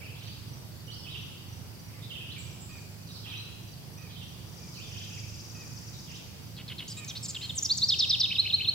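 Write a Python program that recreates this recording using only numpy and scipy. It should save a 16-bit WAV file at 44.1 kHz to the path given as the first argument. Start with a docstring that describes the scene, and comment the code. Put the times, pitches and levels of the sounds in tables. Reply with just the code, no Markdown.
"""Birds around a walled pool

Over a distant engine and faint chirps, a far bird whistles short phrases, a small one trills and a
crow-like caw comes now and then; then a near songbird scolds and breaks into loud, fast chatter.
Each whistle is a gliding tone of the syrinx, roughened by modulation; caws and engine hum are harmonic
series shaped by resonance. Outdoors, trees and walls scatter every note into reverberation."""
import sys
import numpy as np
from scipy import signal
from scipy.fft import rfft, irfft
from scipy.io import wavfile
from scipy.ndimage import uniform_filter1d

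SR = 44100
rng = np.random.default_rng(int(sys.argv[2]) if len(sys.argv) > 2 else 0)


def put_to_file(sound):
    """Save the sound as 16-bit audio at rate SR, in the file named by the first command-line argument."""
    columns = np.atleast_2d(sound).T  # one column per channel
    safe = np.clip(columns, -1, 1)
    whole_steps = np.round(safe * 32767)
    wavfile.write(sys.argv[1], SR, whole_steps.astype(np.int16))


N = 385434
RUMBLE_DB, HISS_DB = -47, -51
BAND_LIMIT_HZ = 15850

# Levels in the tables are relative; rasp is a depth of modulation, from 0 (pure) to 1 (harsh).
# Far-off rumble: (frequency [Hz], spectral density [dB])
RUMBLE_SPECTRUM = [(15, -57), (25, -34), (54, -15.5), (91, -0.5), (108, 0), (174, -4.5), (211, -8),
                   (270, -13), (344, -16.5), (400, -43), (520, -39), (880, -120)]
# Outdoor hiss: (frequency [Hz], spectral density [dB])
HISS_SPECTRUM = [(180, -8.5), (300, -7), (342, -0.5), (611, -7), (956, -8.5), (1710, -13.5), (2460, -12),
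                 (4170, -12.5), (4770, -8), (6310, -15.5), (9550, -18), (14900, -16), (15700, -18.5)]
# Likeness of the noise on the two sides: (frequency [Hz], correlation [-1 to 1])
NOISE_CORRELATION = [(60, 0.96), (130, 0.59), (290, 0.39), (640, 0.25), (1410, 0.11), (3100, -0.24),
                     (6820, -0.11), (15000, 0.07)]
# Balance of the noise: (frequency [Hz], left over right [dB])
NOISE_BALANCE = [(60, -11), (110, -6), (200, -1.5), (380, -2), (700, -0.5), (1290, -0.5), (2380, 1.5),
                 (4400, -0.5), (8120, 0.5), (15000, 0.5)]
# Decay among trees and walls: (frequency [Hz], reverberation time [s])
GROVE_T60 = [(1000, 0.36), (3000, 1.43), (5000, 1.03), (7400, 1.38), (14000, .3)]
# The engine speeds up and eases off: (time [s], speed [rev/s])
ENGINE_SPEED = [(0, 20.8), (1.2, 23.2), (1.999, 22), (2.801, 25.4), (3.4, 27.3), (4.4, 23.9), (5.199, 26),
                (6, 28.7), (7, 28), (7.9, 29), (8.35, 27), (8.74, 24)]
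# Exhaust resonance: (frequency [Hz], level of a harmonic [dB])
EXHAUST_RESPONSE = [(70, -67.5), (88, -60), (105, -48), (135, -57), (170, -58.5), (220, -63.5)]
# Repeated notes, by name:
# (duration [s], peak position [0-1], swell [0 flat, 1 peaked], pitches at even steps [Hz])
SYLLABLE_SHAPES = { "chak": (.052, 0.25, .08, [4080, 4250, 3290, 3416, 2936, 2900, 2855, 3070, 2800]),
                   "rise": (.042, 0.72, 0.64, [3430, 3730, 4220, 3470, 4183, 4220, 4630, 4760, 4620]),
                   "slur": (.032, 0.59, 0.82, [6070, 5160, 5810, 4720, 5204, 4285, 4034, 3650, 3270]),
                   "arch": (.035, 0.32, 0.97, [3190, 3796, 3745, 3320, 2854, 2380]),
                   "hook": (.039, 0.73, .8, [2580, 2384, 2710, 2297, 2717, 3084, 3120, 2020]),
                   "dip": (0.023, 0.32, 1, [3820, 3534, 3050, 2660, 2380]),
                   "lift": (0.0329, 0.68, 0.82, [3410, 3790, 4016, 4234, 4370]),
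                   "trill": (.033, .5, 0.23, [6205, 6060, 5580, 5026, 4550, 6480, 7700]),
                   "pip": (0.017, .55, .8, [5660, 5910, 5900, 5670]),
                   "tsip": (0.0217, 0.58, 0.69, [5250, 4820, 4620, 4350])}
# Bouts of triple pips and tsips: (start [s], end [s], period [s], level [dB], syllable [name])
CHIRP_BOUTS = [(.186, .6, 0.3, -55.5, "pip"), (.863, 1.95, .31, -55.5, "pip"),
               (2.42, 4.4, .302, -55.5, "pip"), (6.428, 6.6, .302, -57, "pip"),
               (.05, 4.5, .33, -57.5, "tsip"), (6.461, 6.6, .33, -58, "tsip")]
# Far caws: (time [s], duration [s], pitch [Hz], level [dB])
CAW_NOTES = [(2.677, 0.13, 624, -52.5), (3.25, 0.09, 624, -52.5), (3.964, 0.13, 629, -54),
             (4.581, 0.15, 606.6, -61), (5.532, .13, 638, -52), (5.78, 0.081, 716, -65),
             (6.961, 0.1, 623, -47.5)]
# Throat resonance of the cawing bird: (frequency [Hz], gain [dB])
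CAW_FORMANTS = [(600, -31), (1230, -13), (1850, -12.5), (2480, 0), (3100, -16), (4000, -19)]
# Envelope of the small bird's trill: (time [s], level [dB])
TRILL_LEVELS = [(4.42, -54), (4.55, -46), (4.7, -43.5), (5.3, -43.5), (5.8, -44), (6.16, -43.5)]
# Far whistles: (time [s], duration [s], start [Hz], middle [Hz], end [Hz], level [dB], rasp [0-1])
FAR_WHISTLES = [(0.251, .095, 4520, 4600, 4480, -52, 0.23), (0.873, 0.0425, 3340, 2886, 3700, -44, .12),
                (.906, 0.055, 3285, 4680, 5600, -45.5, .25), (0.966, .064, 5600, 5280, 4350, -51, .2),
                (2.013, 0.055, 3620, 3770, 3970, -48, 0.32), (2.279, .06, 2700, 3410, 4980, -44, .15),
                (2.358, .031, 2450, 2334, 2320, -46, 0.27), (2.375, 0.043, 7200, 7540, 7450, -46.5, .3),
                (2.599, .04, 7200, 7460, 7280, -48.5, 0.27), (3.343, 0.083, 3703, 3990, 4150, -45.5, 0.08),
                (4.736, 0.056, 4220, 4430, 4300, -48.5, 0.36)]
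# Far warbles: (time [s], duration [s], first centre [Hz], last centre [Hz], swing rate [Hz],
# swing [share of pitch], level [dB], peak position [0-1], rasp [0-1])
FAR_WARBLES = [(0, 0.12, 2500, 2804, 22, .11, -47, 0.32, 0.27),
               (0.137, 0.21, 3870, 3820, 17, .24, -49.5, 0.6, 0.4),
               (1.029, .17, 3150, 3404, 11.5, .21, -42, 0.69, 0.23),
               (1.87, 0.17, 2305, 2250, 19, .09, -58.5, .5, 0.44),
               (2.09, .175, 3350, 2698, 20.2, .16, -41.5, 0.2, 0.18),
               (3.07, 0.15, 4080, 5000, 15, .15, -47.5, .6, 0.38),
               (3.229, 0.14, 3400, 3150, 13.5, .22, -42, 0.62, .3),
               (4.082, 0.19, 3760, 3160, 17.6, .12, -48, 0.58, 0.4),
               (4.739, .13, 2756, 3180, 10, .2, -46.5, 0.81, .18),
               (4.895, 0.17, 2847, 3455, 21, 0.131, -47, .55, .4),
               (5.033, .24, 2894, 2442, 17, .09, -52, 0.47, .35),
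               (5.918, 0.079, 4100, 4000, 15, .13, -54, 0.51, 0.34),
               (6.052, 0.16, 3065, 3150, 8, .17, -49, 0.66, .42)]
# Near scolds: (time [s], level [dB], rasp [0-1])
NEAR_SCOLDS = [(6.567, -42, .9), (6.679, -37.5, .7), (6.781, -36, 0.45)]
# Two-voiced squawks: (time [s], duration [s], start [Hz], middle [Hz], end [Hz], level [dB],
# pitch of the second voice [ratio], final rasp [0-1])
NEAR_SQUAWKS = [(6.874, 0.027, 4720, 7000, 6200, -39.5, .68, 0.6),
                (6.892, 0.046, 5800, 4910, 4740, -38, 1.55, 0.7),
                (6.963, 0.045, 7000, 7600, 7575, -40, 0.51, 0.8),
                (7.074, .038, 6900, 6030, 5560, -37, 0.63, 0.9),
                (7.223, 0.049, 7900, 7380, 6150, -34, 0.68, 1),
                (7.277, .041, 7800, 7340, 6100, -33.5, .67, 1),
                (7.403, 0.07, 2900, 4260, 3510, -36, .75, .5)]
# Near squeaks: (time [s], duration [s], start [Hz], middle [Hz], end [Hz], level [dB], rasp [0-1])
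NEAR_SQUEAKS = [(7.044, 0.0076, 9200, 6300, 3800, -36, .9), (7.096, .024, 3900, 3490, 2950, -36, 0.33),
                (7.146, 0.043, 3420, 4110, 5000, -34.5, 1), (7.344, 0.015, 4360, 3630, 3640, -31.5, 0.64),
                (7.357, .02, 3470, 3144, 2600, -31, 0.23), (7.491, 0.0214, 3750, 3540, 2790, -29, .25),
                (7.547, 0.045, 9000, 7400, 6800, -34.5, 0.4), (7.575, 0.02, 6880, 6230, 4950, -23.5, .25),
                (7.622, .016, 5600, 6820, 6900, -24, .24), (7.643, .025, 4906, 5800, 3900, -24.5, .35),
                (7.769, .024, 8930, 6280, 4400, -27, 0.4)]
# Notes of each chatter motif, by name: (offset [s], level [dB], rasp [0-1], syllable [name])
CHATTER_MOTIFS = {"wheet": [(0, -18, 0.04, "rise")], "tee-chu": [(0, -17, 0.1, "slur"),
                  (.036, -19.5, 0.03, "arch")], "to-ri-weet": [(0, -25, 0.04, "hook"),
                  (.0577, -25, 0.02, "dip"), (.083, -14.5, .02, "lift")]}
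# Runs of a motif: (start [s], repeats [count], period [s], change per repeat [dB], motif [name])
NEAR_CHATTER_RUNS = [(7.687, 2, .121, 1, "wheet"), (7.881, 4, .1043, 0, "tee-chu"),
                     (8.2933, 3, .146, -0.94, "to-ri-weet")]


def gain_of(db):
    """Amplitude grows tenfold for every 20 dB."""
    return 10 ** (np.asarray(db) / 20)


def unit_rms(x):
    """Normalisation to a mean power of one."""
    return x / np.sqrt(np.mean(x ** 2) + 1e-20)


def value_at(points, hz):
    """Interpolation on a logarithmic frequency axis."""
    f, value = np.transpose(points)
    return np.interp(np.log(hz + 1), np.log(f + 1), value)


def waver(size, hz):
    """Low-pass filtering turns white noise into a smooth fluctuation of unit rms."""
    low = signal.butter(2, min(hz, SR / 4), fs=SR, output="sos")
    return unit_rms(signal.sosfilt(low, rng.standard_normal(size + 2048)))[-size:]


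def gather(notes):
    """Superposition: (time, sound) pairs add on one track."""
    track = np.zeros(N)
    for s, sound in notes:
        part = track[max(round(s * SR), 0):][:len(sound)]
        part += sound[:len(part)]
    return track


def grove(x, build_s):
    """Scattering by trunks, leaves and walls: a dense echo builds up, then lingers from 3 to 7 kHz."""
    taps = rng.standard_normal((2, SR)) * (rng.random((2, SR)) < 3000 / SR)
    hz, t, spectra = signal.stft(taps, SR, nperseg=256)
    decay = gain_of(-60 * t / value_at(GROVE_T60, hz)[:, None])
    tail = signal.istft(spectra * decay * (1 - np.exp(-t / build_s)), SR, nperseg=256)[1]
    song_band = signal.butter(2, [2500, 5500], "band", fs=SR, output="sos")
    band_gain = np.linalg.norm(signal.sosfilt(song_band, tail), axis=1, keepdims=True)
    tail /= band_gain * np.sqrt(SR / 6000)  # unit power gain in the song band
    return signal.fftconvolve(x[None], tail, axes=1)[:, :N]


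def place(x, pan_db, lead_ms, direct_db, echo_db, build_s):
    """Level and time differences (positive favours the left) locate a source; its echo is diffuse."""
    hz = np.fft.rfftfreq(N, 1 / SR)
    right = irfft(rfft(x) * np.exp(-2j * np.pi * hz * lead_ms / 1000), N)
    direct = np.array([x * gain_of(pan_db / 2), right * gain_of(-pan_db / 2)])
    return gain_of(direct_db) * direct + gain_of(echo_db) * grove(x, build_s)


def outdoor_noise(spectrum, patchy_db):
    """Partial coherence: noise with drifting spectral patches, alike on both sides only in the bass."""
    frames, hz = N // 1024 + 5, np.fft.rfftfreq(4096, 1 / SR)
    a, b, c, d, patches = rng.standard_normal((5, frames, len(hz)))
    patches = unit_rms(uniform_filter1d(uniform_filter1d(patches, size=7, axis=0), size=40, axis=1))
    correlation = value_at(NOISE_CORRELATION, hz)
    left = a + 1j * b
    right = correlation * left + np.sqrt(1 - correlation ** 2) * (c + 1j * d)
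    lean = gain_of(value_at(NOISE_BALANCE, hz) / 2)
    spectra = np.array([left * lean, right / lean])
    spectra *= gain_of(value_at(spectrum, hz) + patchy_db * patches)
    return unit_rms(signal.istft(spectra.swapaxes(1, 2), nperseg=4096, noverlap=3072)[1][:, :N])


def engine(unsteady=0.22):
    """Harmonics 3 to 7 of the rotation rate glide through the resonance of the exhaust."""
    speed = np.interp(np.arange(N) / SR, *np.transpose(ENGINE_SPEED)) * (1 + 0.0062 * waver(N, 4.4))
    phase = 2 * np.pi * np.cumsum(speed) / SR
    hum = np.zeros(N)
    for k in range(3, 8):
        harmonic = np.sin(k * phase + 2 * np.pi * rng.random()) * (1 + unsteady * waver(N, 5.5))
        hum += gain_of(value_at(EXHAUST_RESPONSE, k * speed)) * unit_rms(harmonic)
    return hum * gain_of([[-2.4], [2.0]])  # left, right


def background():
    """Continuous spectra of rumble and hiss surround the line spectrum of the distant engine."""
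    rumble = gain_of(RUMBLE_DB) * outdoor_noise(RUMBLE_SPECTRUM, patchy_db=0.17)
    return rumble + engine() + gain_of(HISS_DB) * outdoor_noise(HISS_SPECTRUM, patchy_db=1.0)


def rough_tone(hz, rasp, jitter=0.0047, overtone_db=-39, rasp_hz=800, buzz_hz=720, buzz=0.51):
    """Modulation adds sidebands to a tone, as when one side of a syrinx buzzes against the other."""
    size = len(hz)
    phase = 2 * np.pi * np.cumsum(hz * (1 + jitter * waver(size, 162.4))) / SR
    buzz_phase = 2 * np.pi * np.cumsum(buzz_hz * (1 + 0.085 * waver(size, 200))) / SR
    noise = waver(size, rasp_hz) + 1j * waver(size, rasp_hz)
    modulation = 0.77 * noise + buzz * (np.cos(buzz_phase) + 0.37 * np.cos(2 * buzz_phase))
    tone = (np.exp(1j * phase) * (1 + rasp * modulation)).real / np.sqrt(1 + 2 * rasp ** 2)
    return tone + gain_of(overtone_db) * np.sin(2 * phase)


def syllable(s, db, pitch_ratio, rasp, name):
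    """A tone follows a frequency contour under an envelope that swells and dies."""
    length, peak, swell, path = SYLLABLE_SHAPES[name]
    u = np.linspace(0, 1, int(length * SR))
    glide = uniform_filter1d(np.interp(u, np.linspace(0, 1, len(path)), path), size=90) * pitch_ratio
    skewed = u ** (np.log(.5) / np.log(peak))  # reaches one half at the peak
    return s, gain_of(db) * abs(np.sin(np.pi * skewed)) ** swell * rough_tone(glide, rasp)


def bent_note(s, length, start_hz, middle_hz, end_hz, db, rasp, jitter=0.0085):
    """A parabolic glide through three frequencies, tapered at both ends."""
    u = np.linspace(0, 1, max(int(length * SR), 64))
    hz = np.polyval(np.polyfit([0, .5, 1], [start_hz, middle_hz, end_hz], 2), u)
    tone = rough_tone(hz, rasp, jitter, overtone_db=-27)
    return s, gain_of(db) * tone * signal.windows.tukey(len(u), .55)


def triple_chirps(spacing_s=.043, uneven_db=2.0, uneven_pitch=0.0072):
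    """Pulse trains in threes: faint pips (insect or small bird) and the trilling bird's falling tsips."""
    pulses = [(s + k * spacing_s, db, name) for start, end, period, db, name in CHIRP_BOUTS
              for s in np.arange(start, end, period) for k in range(3)]
    chance = rng.standard_normal((len(pulses), 2))
    voice = gather(syllable(s, db + uneven_db * a, 1 + uneven_pitch * b, .06, name)
                   for (s, db, name), (a, b) in zip(pulses, chance))
    return place(voice, pan_db=-6.0, lead_ms=0, direct_db=1.5, echo_db=1.5, build_s=0.0066)


def caws(sag=0.238, hoarse=0.03):
    """Source and filter: throat formants make six harmonics nasal as their pitch arches and sags."""
    notes = []
    for s, length, hz, db in CAW_NOTES:
        u = np.linspace(0, 1, int(length * SR))
        pitch = hz * (1 - sag * (u - .3) ** 2 + hoarse * waver(len(u), 210))
        phase = 2 * np.pi * np.cumsum(pitch) / SR
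        stack = sum(gain_of(value_at(CAW_FORMANTS, k * hz)) * np.sin(k * phase) for k in range(1, 7))
        notes.append((s, gain_of(db) * stack * signal.windows.tukey(len(u), .4)))
    return place(gather(notes), pan_db=-7, lead_ms=0, direct_db=-0.5, echo_db=-0.5, build_s=0.0045)


def trill(count=34, uneven_db=1.5):
    """V-shaped frequency sweeps repeat about twenty times a second, their period slowly lengthening."""
    k = np.arange(count)
    times = 4.421 + .0485 * k + .000115 * k ** 2
    chance = rng.standard_normal((count, 2))
    levels = np.interp(times, *np.transpose(TRILL_LEVELS)) + uneven_db * chance[:, 0]
    pitches = 1 + 0.00711 * chance[:, 1]
    voice = gather(syllable(*note, 0.25, "trill") for note in zip(times, levels, pitches))
    return place(voice, pan_db=5.5, lead_ms=-0.0096, direct_db=-5.0, echo_db=-2.0, build_s=0.004)


def warble(s, length, start_hz, end_hz, swing_hz, swing, db, peak, rasp, falloff_db=11, thin_db=3):
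    """Triangular frequency modulation about a drifting centre; the tone weakens on each upswing."""
    t = np.arange(0, length, 1 / SR)
    zigzag = signal.sawtooth(2 * np.pi * swing_hz * t + np.pi, .5)
    hz = np.geomspace(start_hz, end_hz, len(t)) * (1 + swing * zigzag)
    level_db = db - falloff_db * abs(t / length - peak) - thin_db * zigzag
    envelope = gain_of(level_db) * signal.windows.tukey(len(t), .2)
    return s, envelope * rough_tone(hz, rasp, jitter=.4 * rasp ** 2, overtone_db=-27)


def far_bird(wobble=0.47):
    """Reverberation outweighs the direct sound of phrases on the right; pitch jitter grows with rasp."""
    whistles = [bent_note(*row, jitter=0.0033 + wobble * row[-1] ** 2) for row in FAR_WHISTLES]
    voice = gather(whistles + [warble(*row) for row in FAR_WARBLES])
    return place(voice, pan_db=-8.5, lead_ms=0.085, direct_db=-1.0, echo_db=3.5, build_s=0.0033)


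def scold(s, db, rasp, grain=0.31, grain_hz=260):
    """Random amplitude modulation makes a harsh chak sputter."""
    s, note = syllable(s, db, 1, rasp, "chak")
    return s, note * unit_rms(np.exp(grain * waver(len(note), grain_hz)))


def squawk(s, length, start_hz, middle_hz, end_hz, db, ratio, end_rasp, start_rasp=0.33, second_db=-4):
    """Biphonation: the two sides of the syrinx sound one bend at different pitches, ever harsher."""
    bend = np.array([start_hz, middle_hz, end_hz])
    rasp = np.linspace(start_rasp, end_rasp, int(length * SR))
    _, first = bent_note(s, length, *bend, db, rasp)
    _, second = bent_note(s, length, *bend * ratio, db + second_db, rasp)
    return s, first + second


def squeak(row, swell_db=3):
    """An exponential rise in amplitude weights a bent note towards its end."""
    s, note = bent_note(*row)
    return s, note * gain_of(swell_db * np.linspace(-.5, .5, len(note)))


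def chatter(uneven_pitch=.008):
    """Periodic repetition of motifs, with a small random pitch shift on every note."""
    notes = []
    for start, repeats, period, change_db, motif in NEAR_CHATTER_RUNS:
        for k in range(round(repeats)):
            for offset, db, rasp, name in CHATTER_MOTIFS[motif]:
                pitch = 1 + uneven_pitch * rng.standard_normal()
                notes.append(syllable(start + k * period + offset, db + k * change_db, pitch, rasp, name))
    return notes


def ground_reflections(x, delays_s, levels_db):
    """Comb filtering: delayed copies interfere with the direct sound, so that glides flutter."""
    hz = np.fft.rfftfreq(N, 1 / SR)
    comb = 1 + sum(gain_of(db) * np.exp(-2j * np.pi * hz * s) for s, db in zip(delays_s, levels_db))
    return irfft(rfft(x) * comb, N)


def near_bird():
    """Direct sound dominates at close range: scolds, squawks and squeaks, then the loud chatter."""
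    scolds = [scold(*row) for row in NEAR_SCOLDS]
    squawks = [squawk(*row) for row in NEAR_SQUAWKS]
    squeaks = [squeak(row) for row in NEAR_SQUEAKS]
    voice = gather(scolds + squawks + squeaks + chatter())
    voice = ground_reflections(voice, delays_s=(.0019, .00392, .0085), levels_db=(-11, -18, -22))
    return place(voice, pan_db=-0.5, lead_ms=0.026, direct_db=-1.13, echo_db=-7.5, build_s=0.0012)


def scene():
    """Superposition: the sound pressures of all the calls and the background add."""
    return near_bird() + far_bird() + caws() + trill() + triple_chirps() + background()


def record(dry):
    """Band limiting: a linear-phase low-pass filter removes the highest treble."""
    low_pass = signal.firwin(711, BAND_LIMIT_HZ, window=("kaiser", 9), fs=SR)
    return signal.oaconvolve(dry, low_pass[None], "same")


dry = scene()
out = record(dry)
put_to_file(out)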